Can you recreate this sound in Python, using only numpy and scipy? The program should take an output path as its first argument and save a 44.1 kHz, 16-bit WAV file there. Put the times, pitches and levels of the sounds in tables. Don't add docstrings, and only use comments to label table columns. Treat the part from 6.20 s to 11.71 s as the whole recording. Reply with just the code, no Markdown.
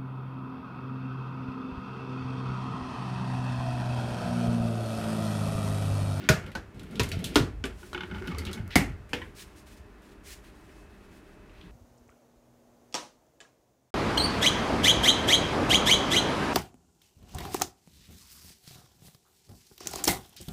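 import sys
import numpy as np
from scipy import signal
from scipy.fft import rfft, irfft
from scipy.io import wavfile
from scipy.ndimage import uniform_filter1d

SR = 44100
rng = np.random.default_rng(int(sys.argv[2]) if len(sys.argv) > 2 else 0)


def dump_mix(stems):
    frames = np.atleast_2d(stems).T
    limited = np.clip(frames, -1, 1)
    pcm = np.round(limited * 32767).astype(np.int16)
    wavfile.write(sys.argv[1], SR, pcm)


def voltage_ratio(decibels):
    exponent = np.asarray(decibels, float) / 20
    return 10 ** exponent


N = 242991

# freq_hz, density_db
ROOM_TONE = [(20, -14.5), (46, 4.5), (155, -14), (410, -10), (480, -20), (1750, -23.5), (3500, -36),
             (15500, -50)]
ROOM_TONE_DB = -49
# freq_hz, level_db
HUM_LINES = [(180, -69), (201, -66), (258, -72), (304, -69), (405, -71), (609, -71), (1028, -78)]
# time_s, level_db
WHINE_LEVEL = [(0.1, -79), (4.4, -77), (4.6, -74), (5.3, -76)]
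WHINE_HZ = 2584
# freq_hz, t60_s
ROOM_DECAY = [(60, 0.23), (150, 0.31), (400, 0.34), (1000, 0.29), (2000, 0.31), (4000, 0.22), (7500, 0.25),
              (13500, 0.21)]
ROOM_DB = -8.5

# freq_hz, density_db
FRICTION = [(710, -42.5), (1200, -15), (1640, -3), (2860, -3.5), (3220, -4), (9310, -8.5), (14700, -16),
            (16000, -12)]
# start_s, peak_db, rise_s, hold_s,
# dull_db
SCUFFS = [(0, -62.5, 0.0047, 0.07, 13.5), (0.538, -69, 0.02, 0.25, 9.5), (.8, -63, .015, 0.36, 14.5),
          (1.142, -51.5, 0.0026, 0.0068, -11), (1.528, -57, 0.085, 0.087, -1.5),
          (1.808, -66, 0.025, 0.055, -12), (1.933, -66, 0.02, 0.12, -15),
          (2.504, -56, 0.0039, 0.032, 17.5), (2.926, -65, 0.047, 0.084, -1),
          (3.149, -47.5, 0.019, 0.056, -1), (3.27, -67.5, 0.0078, 0.065, 4), (3.352, -58, 0.019, 0.028, -5),
         (3.457, -59.5, 0.011, 0.074, -1), (3.564, -63.5, 0.0086, .012, -2),
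         (3.82, -65.5, 0.011, 0.098, 2.5), (4.036, -48, 0.039, 0.057, -1.5), (4.223, -61, 0.021, 0.041, 4),
         (4.32, -67, 0.03, 0.28, -2), (4.687, -71, 0.02, 0.23, 4), (4.91, -67, 0.042, 0.034, 1.5),
         (5.017, -72, 0.026, .1, 3), (5.294, -71.5, 0.048, 0.13, 11)]
FALL_S, FALL_PER_RISE = 0.043, 1.9

# start_s, level_db, centre_hz, air_db, t60_s
TICKS = [(0.04, -32.5, 3000, -70, 0.057), (0.264, -35, 2550, -49, 0.1),
         (0.3173, -37, 2450, -48.5, 0.11), (0.5453, -52, 2200, -59, 0.12),
         (0.595, -37, 3100, -47.5, 0.11), (0.633, -48, 2520, -48.5, 0.099),
         (0.7102, -48, 2590, -53, 0.58), (0.756, -30.5, 3100, -48, 0.16),
         (0.833, -24.5, 2250, -29.5, 0.085), (0.8888, -49, 3120, -36.5, 0.063),
         (0.9164, -22, 2350, -31, 0.14), (0.991, -38, 2480, -44.5, 0.18),
         (1.042, -24, 3100, -30, 0.17), (1.4545, -26, 2260, -37, 0.096),
         (2.0741, -28.5, 3720, -41, 0.11), (2.147, -39, 4500, -68, 0.059),
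                (2.1842, -39, 4400, -32.5, 0.091), (2.2514, -28, 3670, -39.5, 0.12),
                (2.267, -29.5, 2670, -58, 0.19), (2.314, -36, 4500, -48, 0.12),
                (2.3303, -30.5, 3900, -36.5, 0.11), (2.5094, -43, 2260, -56, 0.33),
                (2.892, -46, 2150, -52.5, 0.94),
         (3.196, -39, 2880, -73.5, 0.17), (3.8204, -55, 2590, -62, 0.16), (4.493, -45, 1900, -81.5, 0.11),
         (5.295, -46, 2460, -75, 0.087), (5.349, -47.5, 2240, -77, 0.2), (5.4126, -38.5, 2820, -80, 0.11)]
# start_s, level_db
SNAPS = [(2.4787, -30), (3.1525, -41)]

# start_s, length_s, start_db, end_db, grit_over_rumble_db
TRAVELS = [(0, 0.15, -38, -51, -11.5), (0.161, 0.14, -59, -35.5, -10.5), (0.55, 0.16, -44, -44.5, -17),
           (0.707, 0.1, -39.5, -39.5, -17), (0.819, 0.32, -39.5, -38.5, -19.5), (1.47, 0.18, -60, -76, -21),
           (1.874, 0.095, -45, -36.5, -10.5), (1.972, 0.26, -40.5, -43, -4.5), (2.249, .16, -44, -45, -3.5),
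           (2.427, 0.13, -48.5, -48.5, -10), (2.938, 0.19, -57, -62, -16)]
TRAVEL_EDGE_S, TRAVEL_BOOM_DB = 0.048, -6.5
SHUDDER_BOOM_DB, SHUDDER_RUMBLE_DB, SHUDDER_RAIL_DB = -17.5, -30, -26.5
BOOM_T60_S, SHUDDER_T60_S = 0.97, 0.54
# freq_hz, width_hz, gain_db
CABINET = [(42.7, 12, 5.5), (82.8, 33.6, 8.5), (120, 70, -3)]
# freq_hz, width_hz, gain_db
CARCASS = [(170, 46, 3.5), (257, 107, -1), (375, 18, 1), (430, 58, -9), (574, 220, -13.5)]
# freq_hz, width_hz, gain_db
RAIL = [(880, 91, -1), (1130, 37, -0.5), (1520, 350, -9.5), (2220, 45, 4.5), (2450, 62, -4.5),
        (3000, 520, -8), (4380, 960, -16)]
# time_s, freq_hz
RAIL_SPAN = [(0, 1420), (1.87, 1380), (2.086, 1460), (2.125, 1195), (2.165, 1230), (2.206, 1360),
             (2.284, 1304), (2.38, 1520), (2.45, 1400)]
SPAN_WIDTH_HZ, SPAN_DB = 74, 7.5
FLECKS_PER_S, FLECK_DB = 400, 19
# start_s, peak_db, freq_hz, t60_s
SWELLS = [(0.721, -34.5, 221.8, 0.4), (0.866, -28.5, 100, 0.1), (0.926, -27.5, 91.4, 0.22),
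          (0.93, -34, 182, 0.13), (0.93, -43, 655, .15), (0.985, -31.5, 182, .15), (1.02, -47, 660, .12),
          (1.044, -33, 120, .15), (1.33, -33, 54, .6), (1.47, -33, 54, .3), (1.894, -37, 86, 0.23),
          (1.923, -32.5, 202.5, 0.22), (1.956, -38, 355, 0.075), (1.962, -35, 92, 0.19),
          (2.012, -31.5, 370, 0.12), (2.071, -33, 263, 0.1), (2.085, -29.5, 173, .13),
          (2.131, -32, 81.2, 0.25), (2.172, -28.5, 80.7, 0.27), (2.175, -37.5, 430, .13),
          (2.262, -33.5, 209, 0.11), (2.265, -27.5, 77.5, 0.14), (2.279, -36, 368.5, 0.23),
          (2.37, -33, 214, 0.11), (2.385, -33, 170, .1), (2.427, -35, 100, 0.1), (2.458, -33, 87, 0.18)]
SWELL_RISE_S = 0.021

# freq_hz, width_hz, gain_db
CATCH = [(643, 37, -4.5), (2350, 40, 0.5), (2700, 80, -4), (3110, 60, -8), (3870, 80, -6), (4540, 120, 0),
         (5750, 300, -12)]
LATCH = [(1350, 89, -6), (3010, 64, 1.5), (3400, 160, 3), (3700, 79, -5), (5490, 100, -9), (6400, 300, -9)]
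ROLLER = [(2060, 120, 3), (3420, 83, -7), (4160, 100, -9), (4600, 82, 3), (6440, 210, -24)]
BRACKET = [(2300, 83, -1), (2780, 100, 1), (3160, 90, 0), (3830, 90, -5), (5300, 100, -16)]
CLIP = [(1890, 98, -6), (3380, 110, -2), (3830, 80, 0), (5500, 100, -13), (6420, 110, -1.5)]
PARTS = [CATCH, LATCH, ROLLER, BRACKET, CLIP]
# start_s, level_db, rebound_s
PINGS = [
    (0.9171, -29.5, 0.008),
    (1.0415, -29.5, .005),
    (2.1852, -32, .003),
    (2.268, -34, .007),
    (2.33, -32.5, .006),
]

# start_s, level_db, brightness_db, rail_hz
JOLTS = [(1.6307, -31, -9, 1460), (1.747, -16, -4, 1460), (1.7778, -20, -5, 1410),
         (1.8074, -20.5, -4, 1520), (1.8341, -20.5, -6.5, 1470), (1.9123, -27, -5.5, 1500),
         (1.9394, -35, -23, 1440), (1.9465, -27, -4.5, 1460), (1.957, -28, -20, 1500),
         (1.9835, -33, -4.5, 1460), (2.0155, -34, -24, 1520), (2.051, -34, -12, 1540),
         (2.0791, -26.5, -4, 1470), (2.1192, -32, -11.5, 1200), (2.148, -29, -7, 1140),
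         (2.1932, -27, -6.5, 1370), (2.2205, -31, -10, 2150), (2.2685, -32, -2, 1290),
         (2.3149, -40, -4, 1500), (2.3743, -34, -12, 1540), (2.378, -31, -8, 2230)]
# freq_hz, width_hz, gain_db
WHEEL = [(188, 30, 2), (362.2, 9.6, 10.5), (852, 33, -3.5), (2170, 55, 4), (2810, 140, -0.5), (3014, 69, 4),
         (3540, 320, -5), (4500, 850, -17.5), (6540, 900, -24.5)]
RAIL_WIDTH_HZ, RAIL_DB = 102, 3

# start_s, peak_db, freq_hz, # t60_s
THUDS = [(0.0991, -5.5, 145, 0.074), (0.13, -27, 150, 0.08), (0.806, -16, 120.3, 0.103),
         (0.97, -13.5, 125, 0.025), (1.16, -8, 295, 0.097), (1.4, -28, 88, 0.13), (1.205, -13, 132, 0.066),
         (1.233, -19, 134, 0.046), (1.232, -31, 354, 0.04), (1.286, -29, 110, 0.17), (3.6, -36, 71, 0.1),
         (2.562, -15, 158, 0.11), (2.56, -6, 275, 0.046), (0.0924, -16, 400, 0.054),
         (0.0895, -13, 1460, 0.1), (0.097, -20, 630, 0.1), (0.113, -20, 95, 0.15),
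         (1.1575, -17, 1445, 0.09), (1.1605, -15, 415, 0.1), (1.441, -27, 250, 0.1), (1.442, -29, 400, 0.1),
         (0.561, -33, 120, 0.088), (5.439, -44.5, 177, 0.26), (2.4, -21, 107, 0.067),
         (2.62, -25.5, 285, 0.12), (2.699, -28, 127, 0.14)]
# freq_hz, width_hz, gain_db
TOP_FRONT = [(140, 48, -24), (370, 47, 1), (482, 62, -0.5), (630, 27, -0.5), (900, 77, -10.5),
             (1460, 69, 3), (1890, 87, -16), (2260, 90, -14), (2500, 52, -5.5), (3230, 250, -32),
             (4500, 560, -13.5)]
TOP_STOP = [(146, 710, -7.5), (400, 15, -20), (874, 13, 2), (1516, 22, 12), (2400, 98, -20),
            (4800, 25, -17)]
MIDDLE_GRIP = [(134, 96, -4.5), (460, 13, 3), (961, 18, -3.5), (1900, 150, -9.5), (2590, 28, -7.5),
               (3100, 47, -31), (4180, 27, -12)]
MIDDLE_FRONT = [(191, 70, -6.5), (410, 30, 0), (520, 57, -3), (655, 50, -7.5), (940, 120, -3.5),
                (1440, 100, -4.5), (1906, 70, -7), (2180, 75, -10), (2350, 42, -26), (3400, 31, -30.5),
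                (3490, 32, -12.5), (3850, 21, -36), (4180, 410, -15)]
MIDDLE_STOP = [(100, 10, 1), (257, 60, 0), (1170, 33, -6), (1546, 56, -8), (2290, 44, -11),
               (3000, 78, -11.5), (3600, 25, -12)]
BOTTOM_GRIP = [(357, 23, -13.5), (1420, 100, -21), (3150, 130, -34), (3900, 97, -31)]
BOTTOM_FRONT = [(154, 44, -19), (340, 46, -10), (480, 100, -13.5), (713, 22, -3), (916, 150, -15.5),
                (1420, 120, -12.5), (1880, 190, -11), (2060, 113, -1.5), (2240, 88, -3.5), (3030, 140, -21)]
DOOR = [(287, 7.5, 2), (485.5, 4.3, 3), (869, 47, -5.5), (1670, 67, -1.5), (2150, 19, -7), (2480, 71, -2.5),
        (3050, 210, -9), (3330, 57, -10.5), (5150, 240, -18.5)]
HINGE = [(1030, 35, 1), (1730, 48, 1.5), (1930, 55, -1), (2260, 27, -4), (3020, 94, -4)]
PANELS = [TOP_FRONT, TOP_STOP, MIDDLE_GRIP, MIDDLE_FRONT, MIDDLE_STOP,
          BOTTOM_GRIP, BOTTOM_FRONT, DOOR, HINGE]
# start_s, ring_db, thump_db, clack_db, crack_db
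KNOCKS = [
    (0.0889, -3, -22, -12, -9),
    (0.352, -20.5, -30, -32, -39),
    (0.796, -12, -26, -19, -20),
    (1.157, -3, -19, -12, -14),
    (1.44, -19, -30, -29, -40),
    (1.731, -21, -36, -47, -39),
    (2.5561, -3, -13, -17, -8.5),
    (2.9323, -13, -31, -29, -29.5),
    (3.017, -26.5, -57, -52, -66.5),
]
CHATTER_T60_S = 0.093


def to_rms(x, db):
    return x * voltage_ratio(db) / np.sqrt(np.mean(x ** 2))


def to_peak(x, db):
    return x * voltage_ratio(db) / np.max(np.abs(x))


def band(x, lo_hz, hi_hz):
    sos = signal.butter(2, [lo_hz, min(hi_hz, .45 * SR)], "band", fs=SR, output="sos")
    return signal.sosfilt(sos, x)


def ring(x, modes):
    out = 0
    for k, (hz, width_hz, db) in enumerate(modes):
        r = np.exp(-np.pi * width_hz / SR)
        poles = [1, -2 * r * np.cos(2 * np.pi * hz / SR), r * r]
        out = out + (-1) ** k * voltage_ratio(db) * signal.lfilter([1 - r, 0, r - 1], poles, x)
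    return out


def glide(x, hz, width_hz):
    turn = np.exp(2j * np.pi * np.cumsum(hz) / SR)
    r = np.exp(-np.pi * width_hz / SR)
    return 2 * np.real(signal.lfilter([1 - r], [1, -r], x / turn) * turn)


def colour(points):
    hz, db = np.transpose(points)
    gain = voltage_ratio(np.interp(np.log(np.fft.rfftfreq(N, 1 / SR) + 1), np.log(hz), db))
    return to_rms(irfft(rfft(rng.standard_normal(N)) * gain, N), 0)


def walk(rate_hz):
    k = int(SR / rate_hz)
    steps = np.repeat(rng.standard_normal(N // k + 1), k)
    return 1.82 * uniform_filter1d(uniform_filter1d(steps, k), k)[:N]


def fade(t60_s, size=16384):
    return voltage_ratio(-60 * np.arange(size) / SR / max(t60_s, .003))


def tone(hz):
    return np.sin(2 * np.pi * hz * np.arange(16384) / SR)


def add(out, x, start_s):
    i = int(start_s * SR)
    out[i:i + len(x)] += x[:N - i]


def curve(table):
    s, *columns = np.transpose(table)
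    return [np.interp(np.arange(N) / SR, s, c) for c in columns]


def flat():
    t = np.arange(N) / SR
    air = colour(ROOM_TONE)
    bass = band(air, 36, 140)
    hum = np.zeros(N)
    for hz, db in HUM_LINES:
        gain = voltage_ratio(db + 3.5 + 2.0 * walk(5.4))
        hum += gain * np.sin(2 * np.pi * (hz * t + 0.2 * walk(7)))
    whine_gain = voltage_ratio(curve(WHINE_LEVEL)[0] + 6.0 + 1.4 * walk(6.2))
    hum += whine_gain * np.sin(2 * np.pi * WHINE_HZ * t)
    return to_rms(air + bass * (voltage_ratio(2.2 * walk(4.5)) - 1), ROOM_TONE_DB - 1.5) + hum


def room(x):
    out, build = 0, np.exp(-1 / (0.002 * SR))
    decay_hz, decay_s = np.transpose(ROOM_DECAY)
    for hz in 50 * 2 ** np.arange(0, 8.3, 1 / 3):
        t60_s = np.interp(np.log(hz), np.log(decay_hz), decay_s)
        linger = 10 ** (-6 / (t60_s * SR))
        edges_hz = hz / 2 ** (1 / 6), hz * 2 ** (1 / 6)
        poles = np.convolve([1, -linger], [1, -build])
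        energy = signal.lfilter([(1 - linger) * (1 - build)], poles, band(x, *edges_hz) ** 2)
        wash = to_rms(band(rng.standard_normal(N), *edges_hz), 0)
        out = out + np.sqrt(np.abs(energy)) * wash
    return out * voltage_ratio(ROOM_DB)


def scuffs():
    t, out = np.arange(N) / SR, 0
    hiss = colour(FRICTION)
    dull = band(hiss, 1100, 4300)
    for s, db, rise_s, hold_s, dull_db in SCUFFS:
        times_s = s + np.cumsum([0, rise_s, hold_s, FALL_S + FALL_PER_RISE * rise_s])
        shape_db = np.interp(t, times_s, [-15, -2, -1.5, -37.5], left=-200, right=-200)
        out = out + voltage_ratio(db + shape_db + 2.0) * (hiss + (voltage_ratio(dull_db) - 1) * dull)
    return out * voltage_ratio(0.94 * walk(71))


def ticks():
    out = np.zeros(N)
    for s, db, hz, air_db, t60_s in TICKS:
        a, b = rng.standard_normal((2, 16384)) * fade(t60_s) * (1 + 1.8 * fade(0.011))
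        broad = [(hz, 0.58 * hz, 0)]
        body = to_peak(ring(ring(a, broad), broad), db - 3.5)
        add(out, body + to_peak(band(b, 3200, 12000), air_db + 4.5), s)
    for s, db in SNAPS:
        add(out, voltage_ratio(db) * np.array([1.2]), s)
    return out


def rolling():
    t = np.arange(N) / SR
    boom_gain, rumble_gain, hiss_gain = np.zeros((3, N))
    for s, length_s, from_db, to_db, grit_db in TRAVELS:
        edge = np.clip(np.minimum(t - s, s + length_s - t) / TRAVEL_EDGE_S + .5, 0, 1)
        speed = edge * voltage_ratio(np.interp(t, [s, s + length_s], [from_db, to_db]))
        boom_gain += speed * voltage_ratio(TRAVEL_BOOM_DB)
        rumble_gain += speed
        hiss_gain += speed * voltage_ratio(grit_db)
    for s, _, thump_db, *_ in KNOCKS:
        swell = voltage_ratio(thump_db) * (1 - fade(0.079, size=32768))
        shudder = swell * fade(SHUDDER_T60_S, size=32768)
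        add(boom_gain, swell * voltage_ratio(SHUDDER_BOOM_DB) * fade(BOOM_T60_S, size=32768), s)
        add(rumble_gain, shudder * voltage_ratio(SHUDDER_RUMBLE_DB), s)
        add(hiss_gain, shudder * voltage_ratio(SHUDDER_RAIL_DB), s)
    boom = to_rms(ring(rng.standard_normal(N), CABINET), 0.28)
    rumble = to_rms(ring(rng.standard_normal(N) * voltage_ratio(1.6 * walk(25)), CARCASS), -1.5)
    flecks = rng.random(N) < FLECKS_PER_S / SR
    grit = rng.standard_normal(N)
    grit *= voltage_ratio(2.0 * walk(200) + 2.0 * walk(30)) + voltage_ratio(FLECK_DB) * flecks
    span = voltage_ratio(SPAN_DB) * glide(grit, curve(RAIL_SPAN)[0], SPAN_WIDTH_HZ)
    hiss = to_rms(ring(grit, RAIL) + span, 0.54)
    return boom_gain * boom + rumble_gain * rumble + hiss_gain * hiss


def swells():
    out = np.zeros(N)
    for s, db, hz, t60_s in SWELLS:
        add(out, to_peak(tone(hz) * fade(t60_s) * (1 - fade(SWELL_RISE_S)) ** 2, db), s)
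    return out


def pings():
    out = np.zeros(N)
    for (s, db, rebound_s), modes in zip(PINGS, PARTS):
        push = 0.14 * rng.standard_normal(4096) * fade(0.1, size=4096)
        push[[0, int(rebound_s * SR)]] += 1.0, .55
        add(out, to_peak(ring(push, modes), db), s)
    return out


def jolts():
    out = np.zeros(N)
    for s, db, bright_db, rail_hz in JOLTS:
        detune = 1 + 0.0067 * rng.standard_normal(len(WHEEL))
        wheel = [(hz * d, width_hz, gain_db + bright_db * np.log2(max(hz, 800) / 1500))
                 for (hz, width_hz, gain_db), d in zip(WHEEL, detune)]
        rail = [(rail_hz, RAIL_WIDTH_HZ, RAIL_DB)]
        push = 0.04 * rng.standard_normal(4096) * fade(0.07, size=4096)
        push[[0, int(.002 * SR), int(.0055 * SR)]] += 1.0, .7, .2
        add(out, to_peak(ring(push, wheel + rail), db - 3.0), s)
    return out


def thuds():
    out = np.zeros(N)
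    for s, db, hz, t60_s in THUDS:
        add(out, voltage_ratio(db) * tone(hz) * fade(t60_s) * (1 - fade(0.0045)), s)
    return out


def knocks():
    out = np.zeros(N)
    t60_s = CHATTER_T60_S
    for (s, ring_db, thump_db, clack_db, crack_db), modes in zip(KNOCKS, PANELS):
        a, b, c, d = rng.standard_normal((4, 16384))
        blow = a * (0.32 * fade(t60_s) + 0.3 * fade(0.02))
        blow[:4] += 1.3
        loose = [(hz, width_hz + 0.0091 * hz, db) for hz, width_hz, db in modes]
        thump = b * (1 - fade(0.012)) * fade(1.84 * t60_s)
        clack = c * (1 + 1.8 * fade(0.0091)) * fade(1.24 * t60_s)
        crack = d * (fade(0.38 * t60_s) + 0.15 * fade(2.2 * t60_s))
        sound = to_peak(ring(blow, loose), ring_db - 3.0)
        sound += to_peak(band(thump, 45, 360), thump_db + 1.5)
        sound += to_peak(band(clack, 950, 4500), clack_db + 5.5)
        sound += to_peak(band(crack, 3500, 7600), crack_db - 3)
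        sound += to_peak(band(a * fade(1.04 * t60_s), 7700, 14000), crack_db - 11.0)
        add(out, sound, s)
    return out


def scene():
    near = knocks() + thuds() + swells() + jolts() + pings() + ticks() + rolling() + scuffs()
    return (near + room(near) + flat())[None]


def roll_off(x):
    return signal.sosfilt(signal.butter(12, 16550, fs=SR, output="sos"), x)


def record(dry):
    low_cut = signal.butter(3, 34, "high", fs=SR, output="sos")
    top_cut = signal.cheby2(8, 22, 16100, fs=SR, output="sos")
    limited = 0.5 * np.tanh(signal.sosfilt(low_cut, dry) / 0.56)
    return roll_off(signal.sosfilt(top_cut, limited))


dry = scene()
out = record(dry)
dump_mix(out)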